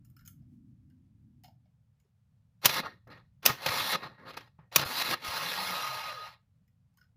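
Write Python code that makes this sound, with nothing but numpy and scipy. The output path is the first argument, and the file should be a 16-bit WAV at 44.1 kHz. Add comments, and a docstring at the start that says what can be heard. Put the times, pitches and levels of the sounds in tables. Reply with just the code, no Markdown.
"""A low street rumble swells and fades (shaped noise) while small metal parts tick nearby (short rings).
Then a scooter's starter is tried three times in a workshop: the pinion clacks into mesh (bursts that ring the
casing), the gears grind through the alloy casing (dense random contacts), stall on compression and rock back.
At the last try the starter spins free and runs down with a hum, a whine and a singing cover; late ticks follow."""
import sys
import numpy as np
from scipy import signal
from scipy.fft import rfft, irfft, next_fast_len
from scipy.io import wavfile
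from scipy.ndimage import uniform_filter1d, map_coordinates

SR = 44100
rng = np.random.default_rng(int(sys.argv[2]) if len(sys.argv) > 2 else 0)


def pcm_store(signal):
    """Save signal as 16-bit PCM."""
    levels = np.round(np.clip(np.atleast_2d(signal), -1, 1) * 32767)
    wavfile.write(sys.argv[1], SR, levels.astype(np.int16).T)


N = 316083

BITE_HZ, RASP_TOP_HZ = 4700, 15550  # soft contacts lose sound above the first; rasp and rattle end at the second
# borders between the low, middle, edge and top bands: f/Hz
SPLIT_HZ = 500, 2150, 7300


def amp(db):
    """Turn decibels into a plain gain."""
    return 10 ** (np.asarray(db) / 20)


def unit(x):
    """Scale to an average (RMS) strength of one."""
    return x / np.sqrt(np.mean(x ** 2) + 1e-20)


def along(points, hz):
    """Read a curve of (f/Hz, value) points on a log frequency axis."""
    f, v = np.transpose(points)
    return np.interp(np.log(hz + 1), np.log(f + 1), v)


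def curves(rows):
    """One value per sample for each column after the time."""
    times, *columns = np.transpose(rows)
    return [np.interp(np.arange(N) / SR, times, column) for column in columns]


def sounding(rows):
    """One between the first and last row, with soft ends of 25 ms."""
    t = np.arange(N) / SR
    return np.clip(np.minimum(t - rows[0][0], rows[-1][0] - t) / 0.025, 0, 1)


def wobble(rate):
    """A smooth random curve with `rate` random points a second."""
    knots = rng.standard_normal(int(N * rate / SR) + 4)
    return map_coordinates(knots, [np.arange(N) * rate / SR])


def filtered(x, response):
    """Multiply the spectrum of x by a response of frequency."""
    m = next_fast_len(len(x) + SR // 4)
    return irfft(rfft(x, m) * response(np.fft.rfftfreq(m, 1 / SR)), m)[:len(x)]


def below(f, hz):
    """Smooth low-pass gain around hz."""
    return 1 / (1 + (f / hz) ** 10)


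def modes(table, f):
    """Resonances (f/Hz, width/Hz, level/dB) of one struck body, added with alternating signs."""
    return sum((-1) ** k * amp(db) * 1j * f * w / (c * c - f * f + 1j * f * w)
               for k, (c, w, db) in enumerate(table))


def power_of(table, f):
    """Strength of resonances (f/Hz, width/Hz, level/dB) that ring independently."""
    return np.sqrt(sum(amp(2 * db) * (f * w) ** 2 / ((c * c - f * f) ** 2 + (f * w) ** 2)
                       for c, w, db in table))


def noise(spectrum):
    """Steady noise coloured by a curve of (f/Hz, level/dB per Hz)."""
    return unit(filtered(rng.standard_normal(N), lambda f: amp(along(spectrum, f))))


# deep street rumble: t/s, level/dB
DEEP_LEVEL = [(0.0, -56), (0.39, -56), (0.55, -59.5), (0.71, -58.5), (1.09, -62.5), (1.35, -60), (1.8, -67),
              (2.07, -73), (2.33, -67), (3.27, -62.5), (4.56, -66), (6.3, -63.5), (6.44, -69.5),
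              (6.62, -65.5), (6.77, -67.5), (7.167, -68)]
# a vehicle goes by, heard in the upper register: t/s, level/dB
PASSING_LEVEL = [(0.0, -73), (0.1, -70.5), (0.55, -61.5), (1.09, -69), (1.35, -62.5), (1.8, -92),
                 (7.167, -90.5)]
# colours of the deep rumble, the upper rumble and the hiss: f/Hz, relative level/dB per Hz
DEEP_COLOUR = [(12, -55.5), (20, -35.5), (27, -16.5), (102, 3.5), (124, 4.5), (188, -4), (239, -17.5),
               (260, -19.5), (340, -43.5), (570, -120)]
UPPER_COLOUR = [(150, -40.5), (200, -0.5), (260, -2.5), (320, -14.5), (380, -30), (500, -58)]
HISS_COLOUR = [(260, -35), (450, 0.5), (589, -2.5), (644, -3), (2400, -11), (16000, -22.5)]


def street():
    """Low rumble from outside: two bands of noise that swell unevenly, over a faint hiss."""
    deep_db, upper_db = curves(DEEP_LEVEL)[0], curves(PASSING_LEVEL)[0]
    deep = amp(deep_db + 0.6 * wobble(7.1)) * noise(DEEP_COLOUR)
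    upper = amp(upper_db + 2.0 * wobble(13.0)) * noise(UPPER_COLOUR)
    hiss = amp(-88.5 + 0.48 * wobble(23)) * noise(HISS_COLOUR)
    return deep + upper + hiss


# how long the room's answer takes to fall by 60 dB: f/Hz, t60/s
ROOM_DECAY = [(200, .2), (2000, .16), (10000, .1)]


def shop(x):
    """The workshop's answer: decaying noise in which each frequency dies at its own speed."""
    hz, t, z = signal.stft(rng.standard_normal(SR // 2), SR, nperseg=256)
    fade = amp(-60 * t / along(ROOM_DECAY, hz)[:, None])
    tail = signal.istft(z * fade, SR, nperseg=256)[1]
    late = np.pad(x, (300, 0))  # the answer comes 300 samples late
    return signal.fftconvolve(late, tail / np.linalg.norm(tail))[:N]


# touches of small parts: t/s, level of the ring/dB, ring f/Hz, treble level against the ring/dB
TICK_EVENTS = [(0.048, -74.5, 1340, 15), (0.099, -82, 1330, 20), (0.165, -60, 1324, 5),
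               (0.191, -60.5, 1400, -2), (0.209, -64, 1370, 0), (0.251, -64, 1400, 8),
               (0.259, -68, 1380, 20), (0.276, -59.5, 1350, 21), (0.3, -80, 1350, 7), (0.325, -77, 1370, 7),
               (0.419, -75, 620, -15), (0.899, -77, 1570, 4), (1.436, -58, 770, 5.5),
               (1.443, -53.5, 717, -2), (1.455, -60, 745, 1), (1.48, -54, 707, -14), (1.655, -71, 615, -22),
               (1.999, -79, 2180, 8), (2.047, -73, 394, -37), (6.678, -76.5, 1950, 3),
               (6.939, -81, 830, 0.5), (6.972, -68.5, 1089, 7), (6.982, -64, 1480, -7.5),
               (7.011, -56, 1482, -15.5), (7.027, -71, 1295, -4), (7.039, -70.5, 1483, -5)]
# chinking resonances: f/Hz, width/Hz, relative level/dB
CHINK_MODES = [(1870, 51, -10.5), (2170, 46, -1.5), (2850, 63, -2.5), (3180, 110, -9.5), (4230, 300, -10),
               (5220, 190, 2.5)]
# treble rattle of loose parts: f/Hz, relative level/dB per Hz
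RATTLE_COLOUR = [(3240, -56), (5500, -13.5), (6880, -1.5), (8000, -17.5), (8950, -11.5), (11100, -11),
                 (11500, -20), (12200, -1.5), (15400, -7.5)]
CHINK_DB, CHINK_FOLLOWS = 0.5, 0.35  # chink against ring; share of the treble level it follows
TICK_T60_S, SNAP_T60_S = 0.19, 0.022  # slow and quick part of the fade


def ticks():
    """Light touches of loose parts: a rough low ring, a cluster of chinks and a treble rattle."""
    out, t = np.zeros(N + SR), np.arange(SR // 4) / SR
    fade = 0.3 * amp(-60 * t / TICK_T60_S) + amp(-60 * t / SNAP_T60_S)
    fade = fade * (1 - np.exp(-t / 0.00058))

    def peak(v):
        """Scale to a peak of one."""
        return v / np.abs(v).max()

    for start, db, hz, treble_db in TICK_EVENTS:
        chink_db = CHINK_DB + CHINK_FOLLOWS * treble_db  # brighter touches chink more
        rattle = fade * rng.standard_normal((3, len(t)))
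        pair = [(hz, 130, 0), (hz * 1.284, 130, -6)]
        ring = filtered(rattle[0], lambda f: modes(pair, f) ** 2)
        # each touch wakes a slightly different set of small modes
        near = [(c, w, g + rng.normal(0, 1.9)) for c, w, g in CHINK_MODES]
        near += [(c, 120, -6) for c in rng.uniform(1130, 6000, size=5)]
        chink = filtered(rattle[1], lambda f: modes(near, f) * below(f, 6000) * (1 - below(f, 900)))
        high = [(c, 160, 4) for c in rng.uniform(5940, 17000, size=12)]
        sizzle = filtered(rattle[2], lambda f: amp(along(RATTLE_COLOUR, f))
                          * (0.15 + power_of(high, f)) * (f < RASP_TOP_HZ))
        touch = peak(ring) + amp(chink_db) * peak(chink) + amp(treble_db) * peak(sizzle)
        out[round(start * SR):][:len(t)] += amp(db) * touch
    return out[:N]


# the frame jolts on its stand: t/s, level/dB, f/Hz, t60/s
JOLT_EVENTS = [(2.656, -29.5, 127.5, 0.084), (2.695, -36.5, 140, 0.077), (2.798, -36.5, 248, .1),
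               (2.839, -46.5, 120, 0.11), (3.07, -48, 115, 0.16), (3.461, -32, 203, 0.059),
               (3.498, -30, 128, 0.11), (3.664, -31.5, 143, 0.063), (3.692, -34, 116, 0.13),
               (3.81, -44, 109, 0.23), (3.93, -56, 232, 0.24), (4.049, -46, 138.7, 0.16),
               (4.273, -53, 179.2, .09), (4.589, -43, 149.8, 0.088), (4.763, -31, 149, 0.12),
               (4.793, -31.5, 141, 0.14), (4.858, -34.5, 103, 0.061), (4.9, -42.5, 250, 0.23),
               (5.09, -42.5, 129, 0.16), (5.111, -36.5, 345, 0.13), (5.283, -37.5, 92, .073)]


def jolts():
    """Soft low thumps: a fading sine with a higher, shorter second mode."""
    out, t = np.zeros(N + SR), np.arange(SR // 2) / SR
    for start, db, hz, t60 in JOLT_EVENTS:
        second = 0.63 * np.sin(2 * np.pi * 5.8 * hz * t) * amp(-60 * t / 0.042)
        ring = np.sin(2 * np.pi * hz * t) + second
        out[round(start * SR):][:len(t)] += amp(db - 60 * t / t60) * (1 - np.exp(-t / 0.0014)) * ring
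    return out[:N]


# blows on the casing: t/s, level below the edge band/dB, treble level against it/dB, t60/s
BLOW_EVENTS = [(2.647, -21, -2.5, 0.08), (2.656, -13, 7.5, 0.035), (2.693, -22, -9, 0.046),
               (2.741, -28.5, -3, 0.027), (2.836, -38, -39, .032), (3.073, -65, -1.5, 0.053),
               (3.173, -49.5, -27.5, 0.05), (3.429, -42, -10, 0.065), (3.453, -20, -2.5, 0.22),
               (3.461, -15, 10.5, 0.022), (3.616, -47, -12.5, 0.046), (3.661, -19, -9.5, 0.051),
               (3.688, -23.5, -13, 0.041), (3.928, -24, -19, 0.098), (4.029, -47, -36.5, .04),
               (4.268, -44.5, -32.5, .04), (4.341, -39.5, -25, 0.024), (4.371, -33, -16, .05),
               (4.407, -45.5, -18, 0.046), (4.589, -58, -42.5, .2), (4.725, -42.5, -10.5, 0.035),
               (4.76, -12, 5.5, 0.027), (4.794, -25.5, -9, 0.04), (4.814, -30, -2.5, 0.03),
               (5.019, -36, -12, 0.11), (5.08, -39, -20, 0.038), (5.11, -25, -7.5, 0.028),
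               (5.246, -36, -6.5, 0.05)]
# broad colour of a clack: f/Hz, relative level/dB per Hz
CLACK_COLOUR = [(180, -48.5), (300, -16), (1110, -9.5), (1430, -11), (2240, -10), (2560, -0.5), (4540, -8),
                (4930, -1.5), (6130, -3), (8160, -13.5), (13500, -0.5), (15200, -0.5), (16500, -50)]
# resonances of the alloy casing, also used by the gears: f/Hz, width/Hz, relative level/dB
CASING_MODES = [(540, 35, -10), (878, 52, -5), (1085, 30, -4), (1250, 41, -1), (1395, 50, -7),
                (1670, 55, -6), (1882, 40, -6), (2150, 90, -7), (2540, 70, -7), (2788, 42, -6),
                (3149, 65, -12), (3490, 150, -9), (3980, 90, -5), (4250, 60, -7), (4480, 200, -10),
                (4990, 80, -9), (5280, 100, -14), (5745, 70, -10), (6260, 140, -21), (6540, 66, -22),
                (7110, 200, -23), (9020, 81, -25), (9910, 110, -25), (10600, 180, -18), (11500, 180, -16),
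                (12400, 120, -18), (13060, 100, -22), (13700, 110, -21), (14700, 180, -19),
                (15300, 110, -22)]
BLOW_RISE_MS, EDGE_DB, EDGE_FOLLOWS = 2.5, 3, 0.41  # the edge follows the treble part of the way


def blows():
    """Each blow is a burst of contacts that builds up in a few ms and rings the casing; soft ones are dull."""
    out, t = np.zeros(N + SR), np.arange(SR // 4) / SR
    rise = 1 - np.exp(-(t * 1000 / BLOW_RISE_MS) ** 2)
    for start, db, treble_db, t60 in BLOW_EVENTS:
        edge_db = EDGE_DB + EDGE_FOLLOWS * treble_db
        soft = amp(0.72 * min(treble_db - edge_db, 0))  # gain above BITE_HZ
        burst = amp(-60 * t / t60) * rise * rng.standard_normal(len(t))
        hit = filtered(burst, lambda f: (amp(along(CLACK_COLOUR, f)) + 0.32 * modes(CASING_MODES, f))
                       * (below(f, BITE_HZ) + soft * (1 - below(f, BITE_HZ))))
        low, mid = [filtered(hit, lambda f: below(f, hz)) for hz in SPLIT_HZ[1:]]
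        bands = np.array([low, mid - low, hit - mid])
        # peak estimate: three times the strongest 4 ms average
        crest = 3 * np.sqrt(np.max(uniform_filter1d(bands ** 2, size=SR // 250), axis=1))
        gains = amp([db, db + edge_db, db + treble_db]) / crest
        out[round(start * SR) - 60:][:len(t)] += gains @ bands  # the build-up begins 60 samples early
    return out[:N]


def tone(hz, span, db, waver, orders):
    """A slightly unsteady rotation tone; orders are (multiple of hz, relative level/dB)."""
    phase = 2 * np.pi * np.cumsum(hz * (1 + waver * wobble(30))) / SR
    partials = sum(amp(g + 2.5 * wobble(25)) * np.sin(k * phase) for k, g in orders)
    return np.sqrt(2) * amp(db) * sounding(np.transpose([span])) * partials


# speed of the free-spinning shaft, also used for the grind: t/s, f/Hz
SHAFT_SPEED = [(5.24, 95), (5.33, 125), (5.39, 149), (5.468, 167), (5.618, 189), (5.75, 181), (5.898, 138),
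               (6.02, 110), (6.14, 71), (6.22, 52), (6.33, 24)]
# partials of the shaft hum: multiple of the shaft speed, relative level/dB
SHAFT_ORDERS = [(1, 0), (3, -9)]
# swell of the singing cover, before its parts are mixed: t/s, level/dB
COVER_LEVEL = [(5.22, -47), (5.43, -52), (5.8, -42.5), (6.24, -46), (6.34, -70), (6.44, -91)]
# further cover resonances, one below the main pitch and four above:
# f/Hz, width/Hz, relative level/dB before a common lift
COVER_SIDE_MODES = [(615, 31, -12), (2820, 37, -12), (4045, 81, -6), (4830, 66, -17), (5320, 63, -15)]
HUM_S, HUM_DB = (5.33, 5.99), -57  # the shaft hums while it is fast
WHINE_S, WHINE_DB, WHINE_MULTIPLE = (5.93, 6.23), -58, 7.68  # the mesh whines in the run-down
COVER_HZ, COVER_WIDTH_HZ = 1245, 32


def free_spin():
    """Unloaded shaft hum, mesh whine tied to its speed, and a cover plate that sings at its own pitches."""
    def ringing(hz, width):
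        """Noise ringing one mode of the plate."""
        return unit(filtered(rng.standard_normal(N), lambda f: modes([(hz, width, 0)], f) ** 2))

    plate = ringing(COVER_HZ, COVER_WIDTH_HZ)
    plate = plate + sum(amp(db + 1) * ringing(c, w) for c, w, db in COVER_SIDE_MODES)
    steady = np.sqrt(2) * np.sin(2 * np.pi * COVER_HZ * np.arange(N) / SR + 1.37 * wobble(40))
    cover = amp(curves(COVER_LEVEL)[0]) * sounding(COVER_LEVEL) * (0.5 * plate + 0.8 * steady)
    shaft_hz, = curves(SHAFT_SPEED)
    hum = tone(shaft_hz, HUM_S, HUM_DB, 0.015, SHAFT_ORDERS)
    whine = tone(WHINE_MULTIPLE * shaft_hz, WHINE_S, WHINE_DB, 0.031, [(1, 0.0031)])
    return hum + whine + cover


def column(values):
    """Stand a list upright: one row for each gear layer."""
    return np.array(values)[:, None]


# Layer lists run: rumble, grind, edge, sizzle, low crank, high crank.
# turns of the gear train: start t/s, length t/s, start and end level/dB (before the layer offsets),
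# start and end speed (0 to 1)
TURNS = [(2.618, 0.039, -64.5, -29.5, 1, 0.58), (2.673, 0.13, -43.5, -34, 1, 0.72),
         (2.833, 0.036, -45.5, -42.5, 0.18, 0.29), (3.074, 0.026, -58.5, -61.5, 0, .05),
         (3.103, 0.026, -55.5, -54, 0.3, 0.26), (3.119, 0.084, -58, -67, 0.23, 0.19),
         (3.427, 0.033, -61, -40.5, .8, 0.5), (3.476, .028, -44, -31, 0.2, 0.47),
         (3.577, 0.087, -55.5, -40, 0.52, 0.91), (3.664, 0.261, -37.5, -37.5, 0.79, 0.97),
         (3.922, 0.036, -33.5, -34.5, 0.8, 0.59), (4.001, 0.029, -58, -48, 0.5, 0.26),
         (4.032, 0.041, -44, -47, 0.34, 0.29), (4.083, 0.072, -60.5, -69, 0, 0.27),
         (4.181, 0.057, -60.5, -56, 0.1, .12), (4.254, 0.056, -55, -46.5, 0.23, 0.51),
         (4.336, 0.014, -57, -53, 0.64, .3), (4.37, 0.0081, -46.5, -42.5, 0.75, 0.7),
         (4.401, .08, -63, -69, 0.5, 0.52), (4.587, 0.044, -71, -72.5, 0, .03),
         (4.718, 0.047, -55.5, -43, 0.66, 0.94), (4.78, 0.06, -37.5, -37.5, 0.8, 0.56),
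         (4.85, .175, -47, -35, 0.97, 0.91), (5.032, 0.11, -44.5, -32.5, 1, 0.72),
         (5.198, 0.057, -58.5, -42.5, 0.6, 0.85)]
# layer offset at full speed, and loss from full speed to standstill: level/dB
FULL_DB = [-13.5, 0.5, 2.5, -2.5, -21, -16.5]
SLOW_DB = [-14, 0, 15, 31.5, -9.5, -2]
# extra loss at standstill, growing below CREEP_SPEED so that only the low modes wake: level/dB
CREEP_DB = [0, 0, 16, 0, 3, 20]
# drop of each layer when a full-speed turn stops: level/dB
STOP_DB = [10, 20, 14, 26, 10, 30]
# how long each layer then rings out: t60/s
RING_OUT = [.2, .22, .2, .26, .3, .33]
TURN_ATTACK_S, STOP_S, CREEP_SPEED = 0.0054, 0.006, 0.2


def loaded_power():
    """Power of each layer in loaded turns, which bite fast, stop fast and let the casing ring out."""
    t, power = np.arange(N) / SR, np.zeros((len(FULL_DB), N))
    for start, length, from_db, to_db, from_speed, to_speed in TURNS:
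        heard = slice(round((start - TURN_ATTACK_S) * SR), round((start + length) * SR) + SR // 2)
        since = t[heard] - start
        after = np.maximum(since - length, 0)
        done = np.clip(since / length, 0, 1)
        slowness = 1 - from_speed - (to_speed - from_speed) * done
        db = from_db + (to_db - from_db) * done + column(FULL_DB) - column(SLOW_DB) * slowness
        db = db - column(CREEP_DB) * np.clip(1 - (1 - slowness) / CREEP_SPEED, 0, 1)
        db = db - column(STOP_DB) * to_speed * (1 - np.exp(-after / STOP_S))
        db = db - 60 * after / column(RING_OUT)
        attack = np.clip(1 + since / TURN_ATTACK_S, 0, 1) ** 2
        power[:, heard] += (amp(db) * attack) ** 2
    return power


# unloaded layers: offset at top speed, and loss from there to standstill: level/dB
SPIN_FULL_DB = [-16, 0, -0.5, -8.5, -31, -25]
SPIN_SLOW_DB = [12, -2, -0.5, 8, 0, 12]
# how long each layer rings out after the last point of the shaft speed curve: t60/s
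SPIN_RING_OUT = [.2, 0.17, 0.19, .12, 0.26, 0.19]
SPIN_TOP_HZ, SPIN_DB = 183, -38.5  # reference top speed, and level there before the layer offsets
SPIN_SLOPE_DB = 25.5  # loss per tenfold slowing
CHATTER_HZ, CHATTER_DB = 145, 2  # below this speed the teeth catch unevenly
SPIN_UP_S = 5.33  # the grind swells by 60 dB a second up to here
POWER_OFF_S = 5.62  # until then the motor keeps the teeth pressed as at top speed


def spin_gain():
    """Gain of each layer in the free spin: the slower the shaft, the weaker the contacts."""
    t = np.arange(N) / SR
    hz = np.where(t < POWER_OFF_S, SPIN_TOP_HZ, curves(SHAFT_SPEED)[0])
    db = SPIN_DB + SPIN_SLOPE_DB * np.log10(hz / SPIN_TOP_HZ)
    db = db - 60 * np.maximum(SPIN_UP_S - t, 0)
    db = db + CHATTER_DB * np.clip(1 - hz / CHATTER_HZ, 0, 1) * wobble(35)
    db = db + column(SPIN_FULL_DB) - column(SPIN_SLOW_DB) * (1 - hz / SPIN_TOP_HZ)
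    db = db - 60 * np.maximum(t - SHAFT_SPEED[-1][0], 0) / column(SPIN_RING_OUT)
    return amp(db) * sounding([SHAFT_SPEED[0], [N / SR]])


def shifting(x, depth_db):
    """The point of contact wanders, so the modes it feeds swell and fade in turn."""
    z = signal.stft(x, nperseg=512)[2]
    field = uniform_filter1d(rng.standard_normal(z.shape), size=4, axis=0)
    field = uniform_filter1d(field, size=10, axis=1)
    return signal.istft(z * amp(depth_db * unit(field)), nperseg=512)[1][:N]


# broad colour of tooth contacts: f/Hz, relative level/dB per Hz
TEETH_COLOUR = [(59, -33.5), (100, -13.5), (166, -6.5), (410, -11.5), (527, -3.5), (1150, 0), (1250, -12.5),
                (1510, -5), (4060, -7), (7640, -27), (11200, -19.5), (15300, -21)]
# crank resonances, heard most in slow turns; the first two are the low ones: f/Hz, width/Hz, relative level/dB
CRANK_MODES = [(1100, 90, -7), (1850, 90, 0), (2800, 60, -4), (3450, 60, -3), (3900, 260, -1),
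               (4250, 300, -1), (5700, 50, -13)]


def gears():
    """Dense uneven tooth contacts shake the casing; slow, loaded turns sound dull and fast ones bright."""
    gains = np.sqrt(loaded_power() + spin_gain() ** 2)
    rumble_gain, grind_gain, edge_gain, sizzle_gain, *crank_gains = gains
    contacts = (rng.random(N) < 3000 / SR) * rng.standard_normal(N)  # about 3000 a second
    force = unit(contacts) + 1.05 * rng.standard_normal(N)
    force = force * amp(0.6 * wobble(18))
    force = shifting(force * amp(0.7 * wobble(60) + 0.21 * wobble(250)), depth_db=2.0)
    body = filtered(force, lambda f: np.hypot(0.3 * amp(along(TEETH_COLOUR, f)), power_of(CASING_MODES, f))
                    * (f < RASP_TOP_HZ))
    lows = [filtered(body, lambda f: below(f, hz)) for hz in SPLIT_HZ]
    rumble, grind = unit(lows[0]), unit(lows[1] - lows[0])
    edge, sizzle = unit(lows[2] - lows[1]), unit(body - lows[2])
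    crank_parts = np.split(np.array(CRANK_MODES), [2])
    crank = sum(gain * unit(filtered(force, lambda f: power_of(part, f) ** 2))
                for gain, part in zip(crank_gains, crank_parts))
    # soft contacts lose the top of the edge first
    bite = filtered(edge, lambda f: 1 - below(f, BITE_HZ))
    bite_gain = np.minimum(amp(9.5) * sizzle_gain / (edge_gain + 1e-9), 1)
    edge = edge + (bite_gain - 1) * bite
    return rumble_gain * rumble + grind_gain * grind + edge_gain * edge + sizzle_gain * sizzle + crank


def scene():
    """Hits with the room's answer, then the gears, the free spin and the street."""
    hits = blows() + jolts() + ticks()
    return (hits + amp(-19.5) * shop(hits) + gears() + free_spin() + street())[None]


def record(dry):
    """Nothing at or above 16640 Hz is kept."""
    return filtered(dry[0], lambda hz: hz < 16640)[None]


dry = scene()
out = record(dry)
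pcm_store(out)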